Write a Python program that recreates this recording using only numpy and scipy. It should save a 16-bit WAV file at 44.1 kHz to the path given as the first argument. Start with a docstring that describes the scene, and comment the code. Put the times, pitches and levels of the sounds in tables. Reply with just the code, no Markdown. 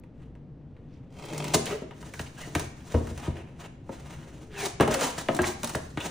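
"""Cutting and opening a cardboard box

A knife saws through the packing tape of a box on a wooden floor, then the flaps are pulled open.
Filtered noise grains, modulated at each flute, make the cut; swelling noise makes board slide on board.
Gliding tones make the stick-slip, runs of tiny rings the creases, short noise bursts the snapping fibres.
Blows add noise bursts, bending-wave chirps and damped modes; a small live room answers at two phone ports."""
import sys
import numpy as np
from scipy import signal
from scipy.fft import rfft, irfft
from scipy.io import wavfile

SR = 44100
rng = np.random.default_rng(int(sys.argv[2]) if len(sys.argv) > 2 else 0)


def dump(signal):
    """Clip the signal to [-1, 1] and save it as 16-bit WAV at the path in sys.argv[1]."""
    limited = np.clip(np.atleast_2d(signal).T, -1, 1)
    pcm = np.round(limited * 32767).astype(np.int16)
    wavfile.write(sys.argv[1], SR, pcm)


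N = 269010
TIME = np.arange(N) / SR  # s
HIT_TIME = TIME[:SR // 3]  # s, the span of one short sound

# low noise of the panel under pressure: f/Hz, level/dB
RUMBLE = [(70, -49), (150, 13.5), (240, 11.5), (380, 12), (560, 5.5), (750, -25), (1300, -47.5)]
# middle band of board or tape rubbed: f/Hz, level/dB
SCRAPE = [(350, -9), (700, 14), (1050, 10.5), (1400, 6), (1900, 5.5), (2800, 5), (3800, -6), (6000, -47.5)]
# dull knock of a hard contact: f/Hz, level/dB
CLACK = [(300, -42.5), (560, -10), (700, -12.5), (950, -9), (1300, -18), (2000, -52)]
# fracture of the board: f/Hz, level/dB
CRACK = [(700, -29.5), (1300, -2.5), (1800, -1), (2300, -6), (2900, -5), (3800, -14), (6000, -31.5)]
# treble of fine fibres: f/Hz, level/dB
HISS = [(2200, -12), (3800, 3), (5000, 2), (6400, 6.5), (8000, 2.5), (10000, 5), (12500, -30.5),
        (15000, 10), (16500, -44)]


def undb(db):
    """Amplitude ratio: decibels to linear gain."""
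    return 10 ** (np.asarray(db) / 20)


def unit(x):
    """Power normalisation: scale to rms 1."""
    return x / np.sqrt(np.mean(x ** 2))


def blow(x):
    """Energy normalisation: scale a short sound to the energy of 30 ms at rms 1."""
    return x / np.sqrt(np.sum(x ** 2) / (.03 * SR))


def colour(x, spectrum):
    """Minimum-phase filtering: the folded cepstrum of a (f/Hz, level/dB) outline gives a causal response."""
    size = 4096
    hz, db = np.transpose(spectrum)
    bins_hz = np.fft.rfftfreq(size, 1 / SR) + 1
    outline_db = np.interp(np.log(bins_hz), np.log(hz), db)
    cepstrum = irfft(np.log(undb(outline_db)))
    cepstrum[1:size // 2] *= 2
    cepstrum[size // 2 + 1:] = 0
    response = irfft(np.exp(rfft(cepstrum)))
    return signal.fftconvolve(x, response)[:len(x)]


def add(track, s, x):
    """Superposition: mix a sound in at time s."""
    i = max(int(s * SR), 0)
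    track[i:i + len(x)] += x[:max(N - i, 0)]


def wander(rate):
    """Random modulation: a value of spread near 1 that moves between new draws, rate of them per second."""
    steps = rng.standard_normal(N // 20)
    return np.interp(TIME * rate, np.arange(len(steps)), steps)


def judder(rate, depth_db):
    """Uneven friction: the grip wanders in gain at the given rate."""
    return unit(undb(depth_db * wander(rate)))


def swell(s, half_s):
    """Gaussian envelope: a smooth rise and fall around time s."""
    return np.exp(-np.minimum(((TIME - s) / half_s) ** 2 / 2, 20))


def grains(rate, spread_db, smooth):
    """Granular friction: fibres catch and let go as clicks of uneven size over a smooth rub."""
    sizes = undb(spread_db * np.minimum(rng.exponential(size=N), 5)) * rng.choice([-1, 1], N)
    clicks = sizes * (rng.random(N) < rate / SR)
    return unit(unit(clicks) + smooth * rng.standard_normal(N))


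def burst(spectrum, decay_s, tail_db, tail_s, rise_s):
    """Impulsive fracture: noise with a fast decay, followed by the slower decay of its scatter in the box."""
    shape = np.exp(-HIT_TIME / decay_s) + undb(tail_db) * np.exp(-HIT_TIME / tail_s)
    shape *= 1 - np.exp(-HIT_TIME / rise_s)
    return blow(colour(rng.standard_normal(len(shape)) * shape, spectrum))


def ring(modes, rise_s, scatter_db):
    """Modal vibration: damped modes build up as the bend spreads; each contact weights them anew."""
    hz, db, t60 = np.transpose(modes)[:, :, None]
    weight, detune, phase = rng.standard_normal((3, len(modes), 1))
    waves = np.sin(2 * np.pi * (hz * (1 + 0.0096 * detune) * HIT_TIME + phase))
    decay = np.exp(-np.log(1000) * HIT_TIME / t60)
    modal_sum = (undb(db + scatter_db * weight) * waves * decay).sum(axis=0)
    return blow(modal_sum * (1 - np.exp(-(HIT_TIME / rise_s) ** 2)))


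def struck_near(modes, main_hz, lift_db):
    """Modal excitation: the place of a blow favours the modes near one frequency."""
    def lift(hz):
        return lift_db * np.exp(-(np.log(hz / main_hz) / 0.083) ** 2)
    return [(hz, db + lift(hz), t60) for hz, db, t60 in modes]


def bend(top_hz, crossing_s):
    """Dispersion: short bending waves arrive first, a falling chirp that starts lower for a lower top_hz."""
    slope_db_per_octave, low_hz = -4, 139
    hz = np.fft.rfftfreq(len(HIT_TIME), 1 / SR) + 1
    travel_s = crossing_s * np.sqrt(1000 / hz)
    late_s = np.clip(travel_s - np.interp(1.5 * top_hz, hz, travel_s), 0, .04) + .0005
    gain = undb(slope_db_per_octave * np.log2(hz))
    gain = gain / np.hypot(1, (hz / top_hz) ** 4) / np.hypot(1, (low_hz / hz) ** 3)
    # phase is the running sum of the group delay
    wave = irfft(gain * np.exp(-2j * np.pi * np.cumsum(late_s) * SR / len(HIT_TIME)))
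    return blow(wave[:len(wave) // 2])


def resonate(x, peaks):
    """Resonance: a bank of (f/Hz, width/Hz, level/dB) peaks; soft board never rings sharply."""
    out = 0
    for hz, width, db in peaks:
        b, a = signal.iirpeak(hz, min(hz / width, 20), SR)
        out = out + undb(db) * signal.lfilter(b, a, x)
    return out


def knife():
    """Amplitude modulation: the tearing tape swells at each flute the blade bites; the lid under it drums."""
    # resonances of the taut tape and the lid under the blade: f/Hz, width/Hz, level/dB
    lid = [(422, 19, 14.5), (587, 43, 10.5), (790, 82, -15), (2050, 360, 0.5), (2470, 280, -0.5),
           (3130, 82, 1)]
    start_s, attack_s, end_s, release_s = 1.084, 0.26, 1.525, 0.095
    rasp_db, drum_db = -36, -40.5  # gains at full force
    flute_hz, flute_unrest = 49.92, .16  # flutes crossed per second; timing spread in flutes
    flute_gain = .9  # tearing between flutes
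    bite_spread_db, bite_s = 3.5, .003

    # the blade is leaned on until it runs at full force, then comes free
    lean = np.clip((TIME - start_s) / attack_s, 0, 1) ** 1.27
    force = lean * np.clip(1 - (TIME - end_s) / release_s, 0, 1)

    gap, size, bright = rng.standard_normal((40, 3)).T
    times = end_s - (np.arange(len(gap)) + flute_unrest * gap) / flute_hz - 2 * bite_s
    bite, fine_bite = np.full((2, N), flute_gain)
    catch = np.exp(-(HIT_TIME / bite_s - 2) ** 2)
    for s, db, bright_db in zip(times, bite_spread_db * size, bite_spread_db * bright):
        add(bite, s, undb(min(db, bite_spread_db)) * catch)
        add(fine_bite, s, undb(min(bright_db, bite_spread_db)) * catch)

    tear = bite * grains(rate=3000, spread_db=3.0, smooth=0.93) * judder(rate=320, depth_db=2.6)
    fibres = fine_bite * grains(rate=1100, spread_db=1.5, smooth=0.77)
    edge = undb(-10.5) * unit(colour(tear, SCRAPE)) + undb(-18.0) * unit(colour(fibres, HISS))
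    rasp = undb(rasp_db) * (edge + undb(-8.0) * unit(resonate(tear, lid)))
    drum = undb(drum_db) * unit(colour(grains(rate=900, spread_db=4.5, smooth=0.43), RUMBLE))
    return force * (rasp + force * drum)  # the drum grows with the square of the force


def sliding():
    """Sliding friction: board or hand drags over board in uneven jerks; pressure makes the panel rumble."""
    # strokes: t at the strongest/s, rise/s, fall/s, level/dB, brightness/dB, pressure on the panel/dB
    strokes = [(.221, 0.035, 0.038, -66, -11.5, -4), (.93, 0.15, 0.17, -71, -15, 7.5),
               (1.544, 0.0029, 0.0048, -25, 3.5, -4), (1.676, 0.007, 0.02, -38, -6, 4),
               (1.723, 0.022, 0.045, -51, -1.5, 3), (2.06, 0.046, 0.065, -55, 0, 7),
               (2.22, 0.034, 0.031, -57, 7.5, -6), (2.422, 0.037, 0.03, -49.5, 1, -4),
               (2.606, 0.043, 0.026, -46.5, 2, 10), (2.93, 0.066, 0.065, -50, -1, 0.5),
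               (3.11, 0.032, 0.029, -53, 1, 6), (3.25, 0.03, 0.041, -43.5, -7.5, -3),
               (3.362, 0.0042, 0.026, -46.5, -13.5, 3.5), (3.55, 0.14, 0.14, -62.5, -11, 4),
               (3.609, 0.012, 0.015, -48.5, -3.5, -2), (3.643, 0.0054, 0.0095, -45, -9.5, 2),
               (3.927, 0.02, 0.037, -51, -3, 3), (4.1, 0.049, 0.074, -51, -5.5, -1.5),
               (4.35, 0.069, 0.12, -58.5, -4, 6.5), (4.628, 0.024, 0.025, -35, 1.5, -6.5),
               (4.895, 0.011, 0.066, -41, -17, -9), (4.915, 0.0031, 0.014, -39.5, 7.5, -9),
               (5.036, 0.023, 0.041, -31, -1.5, -8), (5.185, 0.0026, 0.011, -38, 6, 1),
               (5.35, 0.073, 0.046, -50, 1, 3), (5.476, 0.014, 0.022, -34.5, 2, -4),
               (5.66, 0.034, 0.1, -53.5, 6.5, 6.5), (6.035, 0.024, 0.056, -42, -0.5, 2)]
    # colour of the finest fibres: f/Hz, level/dB
    sizzle_spectrum = [(7000, -21), (10000, 19), (12500, -7), (15000, 19), (16500, -51)]
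    shape = 1.4  # 1 = pointed swell, 2 = rounded
    crackle_db = -12  # against the stroke

    scrape, rumble, hiss = np.zeros((3, N))
    for s, rise_s, fall_s, db, bright_db, pressure_db in strokes:
        away = np.maximum((s - TIME) / rise_s, (TIME - s) / fall_s)
        stroke = undb(db) * np.exp(-np.minimum(away ** shape / 2, 20))
        scrape += stroke
        rumble += undb(pressure_db) * stroke
        hiss += undb(bright_db) * stroke
    sizzle = undb(-53) * hiss * (hiss / undb(-31)) ** 0.12  # a harder rub is brighter

    rub = grains(rate=4000, spread_db=-0.5, smooth=0.62) * judder(rate=65, depth_db=3.5)
    layers = (rumble, RUMBLE), (scrape, SCRAPE), (hiss, HISS), (sizzle, sizzle_spectrum)
    rubbing = sum(gain * unit(colour(rub, spectrum)) for gain, spectrum in layers)
    return rubbing + undb(crackle_db) * scrape * crackle()


def crackle():
    """Random impulses: single fibres break now and then, with the crack and hiss of the board."""
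    breaks_per_s, spread_db = 29, -16
    sizes = undb(spread_db * np.minimum(rng.exponential(size=N), 3))
    breaks = sizes * (rng.random(N) < breaks_per_s / SR)
    pop = burst(CRACK, decay_s=0.0013, tail_db=4, tail_s=0.013, rise_s=0.00038)
    pop = pop + undb(-11.0) * burst(HISS, decay_s=0.00042, tail_db=15, tail_s=0.0082, rise_s=0.000067)
    return unit(signal.fftconvolve(breaks, pop)[:N])


def chatter():
    """Stick-slip: an edge grips and slips in step with a resonance, unsteady in pitch and strength."""
    # groans to squeaks: t at the strongest/s, half length/s, f/Hz, glide/(octaves per s), level/dB
    slips = [(1.44, 0.071, 149.8, 0, -38.5), (1.612, 0.029, 231.8, 2.5, -36), (1.733, 0.017, 422, 3, -31.5),
             (1.745, 0.019, 576, 1.5, -40.5), (2.158, 0.016, 1603, -4.5, -51.5),
             (2.388, 0.01, 1650, 3.5, -49.5), (2.417, 0.033, 2870, 0, -52), (2.432, 0.017, 1990, -1, -44.5),
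             (4.604, 0.028, 2410, -4, -41), (4.605, 0.021, 1763, -0.5, -44), (4.619, 0.034, 770, 0, -42.5),
             (4.657, 0.017, 387, -6.5, -34.5), (4.603, .06, 396.6, -1, -43.5),
             (4.915, 0.022, 620, -1, -30.5), (4.963, 0.014, 530.3, 1, -29),
             (5.023, 0.013, 522.6, -1.5, -28.5), (5.065, .028, 248.2, -2, -38.5),
             (5.438, 0.027, 356.2, -0.5, -39.5), (5.482, .011, 781, 1, -37.5),
             (5.495, 0.017, 350.3, 3, -37.5), (6.012, 0.007, 2770, 0, -40), (6.014, 0.0065, 3520, 2.5, -42),
             (6.045, 0.024, 2730, -1, -52), (6.03, 0.021, 1470, 1, -50)]
    groan_unrest, squeak_unrest = .055, .08  # pitch spread as a fraction of f

    out, grip = np.zeros(N), judder(rate=170, depth_db=3.5)
    for s, half_s, hz, glide, db in slips:
        unrest = np.interp(hz, [700, 2400], [groan_unrest, squeak_unrest])
        near = np.abs(TIME - s) < 4 * half_s
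        t = TIME[near]
        # the pitch moves to a new random value every two cycles
        drift = np.interp((t - t[0]) * hz / 2, np.arange(1024), rng.standard_normal(size=1024))
        pitch_hz = hz * 2 ** (glide * (t - s)) * (1 + unrest * drift)
        tone = np.sqrt(2) * np.sin(2 * np.pi * np.cumsum(pitch_hz) / SR)
        out[near] += undb(db) * (swell(s, half_s) * grip)[near] * tone
    return out


def crumples():
    """Successive fracture: a crease gives way in a run of tiny rings, each with its own pitch and size."""
    # creases and torn edges: t at the strongest/s, half length/s, central f/Hz, level/dB
    creases = [(0.941, .03, 3830, -67.5), (1.673, 0.0076, 2650, -39.5), (1.715, .018, 1770, -39.5),
               (2.141, 0.0019, 1980, -46), (2.27, 0.0057, 2760, -53), (2.426, 0.03, 2010, -50),
               (4.575, 0.038, 2360, -43.5), (4.633, 0.021, 2970, -44), (4.822, 0.011, 1700, -32.5),
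               (4.93, .022, 2020, -35), (5.041, 0.024, 2250, -50), (5.441, 0.006, 1420, -31)]
    fractures_per_s, spread_octaves, spread_db = 700, .7, 3.2
    ring_cycles = 1.8  # cycles in which a ring falls to 1/e

    out = np.zeros(N)
    t = HIT_TIME[:SR // 100]
    for s, half_s, hz, db in creases:
        run = np.zeros(N)
        count = int(4 * half_s * fractures_per_s) + 1
        when, pitch, size = rng.standard_normal((200, 3))[:count].T
        times = s + half_s * np.linspace(-2, 2, len(when)) + when / fractures_per_s / 2
        pitches_hz = hz * 2 ** (spread_octaves * np.tanh(pitch))
        for at, f, size_db in zip(times, pitches_hz, spread_db * size):
            add(run, at, undb(size_db) * np.sin(2 * np.pi * f * t) * np.exp(-f * t / ring_cycles))
        out += undb(db) * blow(run * swell(s, half_s))
    return out


def knocks():
    """Impact excitation: contact cracks, a bending wave runs out, panels ring, the flap swings and moves air."""
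    # blows on the box: t/s, level/dB, hardness of contact/dB, swing of the flap/dB, favoured panel f/Hz,
    # bending wave level/dB, its top f/Hz, its travel time at 1 kHz/s, favoured board f/Hz, board ring level/dB
    blows = [(1.545, -24.5, -25, -14, 232, 2, 610, 0.00514, 940, -11.5),
             (1.551, -24.5, -20, -25, 391, -7, 600, .005, 635, -19),
             (1.819, -35.5, -29, -29, 392, -4, 590, 0.00517, 635, -6.5),
             (2.193, -42, 14, 0.5, 214, 8.5, 3540, 0.00704, 1850, -2),
             (2.473, -46, -28, -16, 287, 7, 510, 0.0039, 635, -4),
             (2.55, -30.5, 12, -2, 307, 4, 2985, .0085, 705, -2),
             (2.942, -24.5, -5.5, 3.5, 230, 1.5, 563, 0.00613, 887, -18),
             (2.946, -24, -19, -25, 464, -3, 910, 0.00544, 635, -25),
             (3.003, -36, -34, -12, 463, -6, 497, .004, 710, -8),
             (3.108, -41.5, -24, 4.5, 232, 1, 330, 0.0041, 630, -4),
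             (3.28, -32.5, -26, 1.5, 243, 8, 402, 0.00513, 635, -11),
             (3.892, -38, -6.5, -20, 545, 3.5, 963, 0.00603, 887, -2.5),
             (4.799, -19.5, 0.5, -12, 360, -2, 1320, 0.00415, 684, -14),
             (4.808, -21, 2.5, -16, 449, 1.5, 1370, 0.00403, 1160, -1.5),
             (4.825, -26.5, 7, -9, 232, -4, 795, 0.0039, 1060, -2),
             (4.876, -25.5, -11, -15, 390, -1, 1150, 0.0052, 834, -3),
             (4.91, -32.5, -4, -10.5, 283, -1, 800, .005, 635, -7),
             (4.942, -34, 12.5, -25, 528, -13, 1490, 0.0054, 1305, -5),
             (5.01, -37.5, -4, -18, 528, -16, 1470, 0.0048, 887, 5),
             (5.2851, -24, 3, -26, 254, 1, 2870, .0085, 657, 0),
             (5.344, -34.5, -12, -22, 302, -14, 790, 0.0043, 705, -0.5),
             (5.3893, -23, 0, -18, 355, -3.5, 1970, .004, 1660, -1),
             (5.408, -30, 0, -7.5, 215, -14, 800, 0.00484, 705, -8),
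             (5.634, -33, -7, -17, 236, -1, 910, 0.0072, 830, -6.5),
             (5.748, -31.5, 7, -5.5, 562, 5.5, 1965, .008, 645, -1),
             (5.973, -34, 10, -10, 305, 2, 2070, 0.00296, 1630, -10)]
    # flap swinging on the air in the box: f/Hz, level/dB, t60/s
    flap_modes = [(82.3, 2, 0.22), (107, -14, 0.12), (134, -7.5, 0.22)]
    # panels of the box: f/Hz, level/dB, t60/s
    panel_modes = [(210, -7, 0.18), (230.2, 5, 0.2), (279.7, 1, 0.43), (304.8, -1, 0.11), (359.3, 2, 0.2),
                   (399, -7, 0.15), (421, 9.5, 0.053), (464, 0.5, 0.08), (525, 7.5, 0.055), (603, 3, 0.083)]
    # stiff short waves in the board: f/Hz, level/dB, t60/s
    board_modes = [(631.5, -2, 0.2), (700, -3.5, 0.1), (788, -1.5, 0.1), (877, -2.5, 0.098),
                   (1045, -5.5, 0.093), (1152, 2.5, 0.028), (1320, 0.5, 0.086), (1648, 0.5, 0.044),
                   (1846, 7, 0.021)]
    # air pushed out by a swinging flap: f/Hz, level/dB
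    puff = [(15, -24.5), (28, -13), (45, -5), (70, -6), (100, -9.5), (135, -3), (200, -32), (400, -56)]
    clack_per_hardness, snap_per_hardness = 0.23, 0.99  # dB per dB of hardness

    out = np.zeros(N)
    for s, panel_db, hard_db, swing_db, main_hz, bend_db, top_hz, travel_s, board_hz, board_db in blows:
        thump_db, crack_db = panel_db + swing_db, panel_db + hard_db
        clack_db = panel_db + clack_per_hardness * hard_db
        snap_db = panel_db + snap_per_hardness * hard_db
        struck_panel = struck_near(panel_modes, main_hz, lift_db=17)
        struck_board = struck_near(board_modes, board_hz, lift_db=12)

        def layer(db, sound):
            add(out, s, undb(db) * sound)

        layer(panel_db + bend_db - 5.5, bend(top_hz, travel_s))
        layer(thump_db + 2.0, ring(flap_modes, rise_s=0.01, scatter_db=1.5))
        layer(thump_db - 9, burst(puff, decay_s=0.084, tail_db=-25, tail_s=0.14, rise_s=0.014))
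        layer(panel_db - 2.0, ring(struck_panel, rise_s=0.0036, scatter_db=1.1))
        layer(panel_db - 12.5, burst(RUMBLE, decay_s=0.0082, tail_db=-5, tail_s=0.045, rise_s=0.002))
        layer(panel_db + board_db - 5.5, ring(struck_board, rise_s=0.0035, scatter_db=-1.1))
        layer(clack_db - 13, burst(CLACK, decay_s=0.0017, tail_db=-9.5, tail_s=0.039, rise_s=0.00081))
        layer(crack_db - 16.0, burst(CRACK, decay_s=0.0036, tail_db=-6, tail_s=0.019, rise_s=0.0012))
        layer(snap_db - 31, burst(HISS, decay_s=0.0014, tail_db=-44, tail_s=0.024, rise_s=0.00044))
    return out


def ticks():
    """Impulsive radiation: small fractures give brief noise bursts, too light to swing a flap."""
    # fibres parting, creases cracking, nails tapping: t/s, level/dB, brightness/dB
    fractures = [(0.0364, -46.5, -20), (0.3522, -47.5, -22), (0.7656, -49.5, -35), (1.2526, -41, -3),
                 (1.3335, -31, -8), (1.3789, -35.5, 4.5), (1.442, -27, -5.5), (1.481, -31, -3),
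                 (1.537, -22, -4), (1.5453, -20.5, 2), (1.6566, -36.5, 8), (1.9089, -33, -26),
                 (2.0268, -35, -15), (2.1373, -40.5, 0), (2.195, -45.5, 9), (2.551, -26, 0),
                 (2.5956, -26.5, -1.5), (3.0702, -31.5, -14), (3.1764, -32, -7), (4.2238, -43.5, -16.5),
                 (4.808, -26.5, 2.5), (4.877, -21, -10.5), (4.941, -20.5, 0), (5.0098, -25.5, 2),
                 (5.1789, -26.5, -18), (5.3476, -35.5, 4.5), (5.3652, -31.5, 0), (5.418, -30.5, 3),
                 (5.6322, -22, -6), (5.6441, -25, -0.5), (5.6737, -30, -1.5), (5.694, -26.5, -5.5),
                 (5.752, -36.5, 8), (6.003, -33.5, -4)]
    # sharp edge of a snapping fibre: f/Hz, level/dB
    snap = [(5000, -27), (9000, 4.5), (12500, -1.5), (15000, 1.5), (16500, -14)]

    out = np.zeros(N)
    for s, db, bright_db in fractures:
        snap_db = db + bright_db

        def layer(layer_db, sound):
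            add(out, s, undb(layer_db) * sound)

        layer(db - 18.5, burst(CLACK, decay_s=0.014, tail_db=-1, tail_s=0.0088, rise_s=0.0023))
        layer(db - 20.0, burst(CRACK, decay_s=0.0021, tail_db=-14, tail_s=0.033, rise_s=0.00024))
        layer(snap_db - 12.5, burst(HISS, decay_s=0.0032, tail_db=-16, tail_s=0.047, rise_s=0.00031))
        layer(snap_db - 16.0, burst(snap, decay_s=0.0005, tail_db=-30, tail_s=0.0078, rise_s=0.00018))
    return out


def room(x, wet_db, early_db, early_s):
    """Reverberation: floor and near wall answer early, the room later; long waves reach both ports alike."""
    # decay of the room: f/Hz, t60/s
    room_t60 = [(150, 0.93), (500, 0.52), (2000, 0.65), (6000, 0.53), (15000, 0.013)]
    hz, _, spec = signal.stft(rng.standard_normal((2, SR)), SR, nperseg=256)
    hz, t = hz[:, None], np.linspace(0, 1, spec.shape[-1])
    t60 = np.interp(hz, *np.transpose(room_t60))
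    late = undb(wet_db) * np.exp(-np.log(1000) * t / t60)
    spec *= late + undb(early_db) * np.exp(-t / early_s)
    spec *= np.interp(hz, [100, 300, 550, 1200], [0.3, 0.62, 0.9, 0.74])
    spec[1] *= np.interp(hz, [150, 300, 550, 2000], [0, 0.0, 1.1, 0.85])  # side signal against mid
    answer = signal.istft(spec, SR)[1]
    answer[:, :int(.003 * SR)] = 0  # no answer in the first 3 ms
    mid, side = answer
    return np.array([signal.fftconvolve(x, mid + sign * side)[:N] for sign in (1, -1)])


def hum():
    """Stationary noise: low steady air noise of the house, nearly coherent at both ports."""
    # relative spectrum of the quiet room: f/Hz, level/dB per Hz
    hum_spectrum = [(15, -9), (25, -41.5), (54, -5), (96, -10), (144, -2), (208, -14), (244, -10),
                    (353, -18.5), (414, -24.5), (460, -20), (569, -27), (1100, -39.5), (1510, -44.5),
                    (3530, -54), (14000, -77)]
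    mid, side = (unit(colour(rng.standard_normal(N), hum_spectrum)) for _ in range(2))
    return undb(-45.5) * (mid + undb(-19.0) * side * np.array([[1], [-1]]))


def scene():
    """Superposition: the direct sound of the box, its answer from the room and the steady noise."""
    box = knife() + sliding() + chatter() + crumples() + knocks() + ticks()
    return box + room(box, wet_db=-38.5, early_db=-18.0, early_s=0.0019) + hum()


def record(dry):
    """Two-port reception: the ports differ in level at low f and in phase at high f; the top is cut."""
    # phase by which the left port leads: f/Hz, phase/rad
    port_phase = [(0, 0), (500, 0), (950, -.3), (1500, .1), (4900, .1), (7500, -1.5), (9100, -1.8),
                  (11000, -3.1), (13600, -3.14), (16000, -4.4)]
    top_hz = 16300
    hz = np.fft.rfftfreq(N, 1 / SR)
    lead = np.interp(hz, *np.transpose(port_phase))
    left_db = np.interp(hz, [60, 280, 550, 950], [.5, 2.6, 2.7, 0])  # left against right
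    half = undb(left_db / 2) * np.exp(1j * lead / 2)  # each port takes half of the difference
    ports = irfft(rfft(dry) * np.array([half, 1 / half]), N)
    return signal.sosfilt(signal.ellip(8, .2, 70, top_hz, fs=SR, output="sos"), ports)


dry = scene()
out = record(dry)
dump(out)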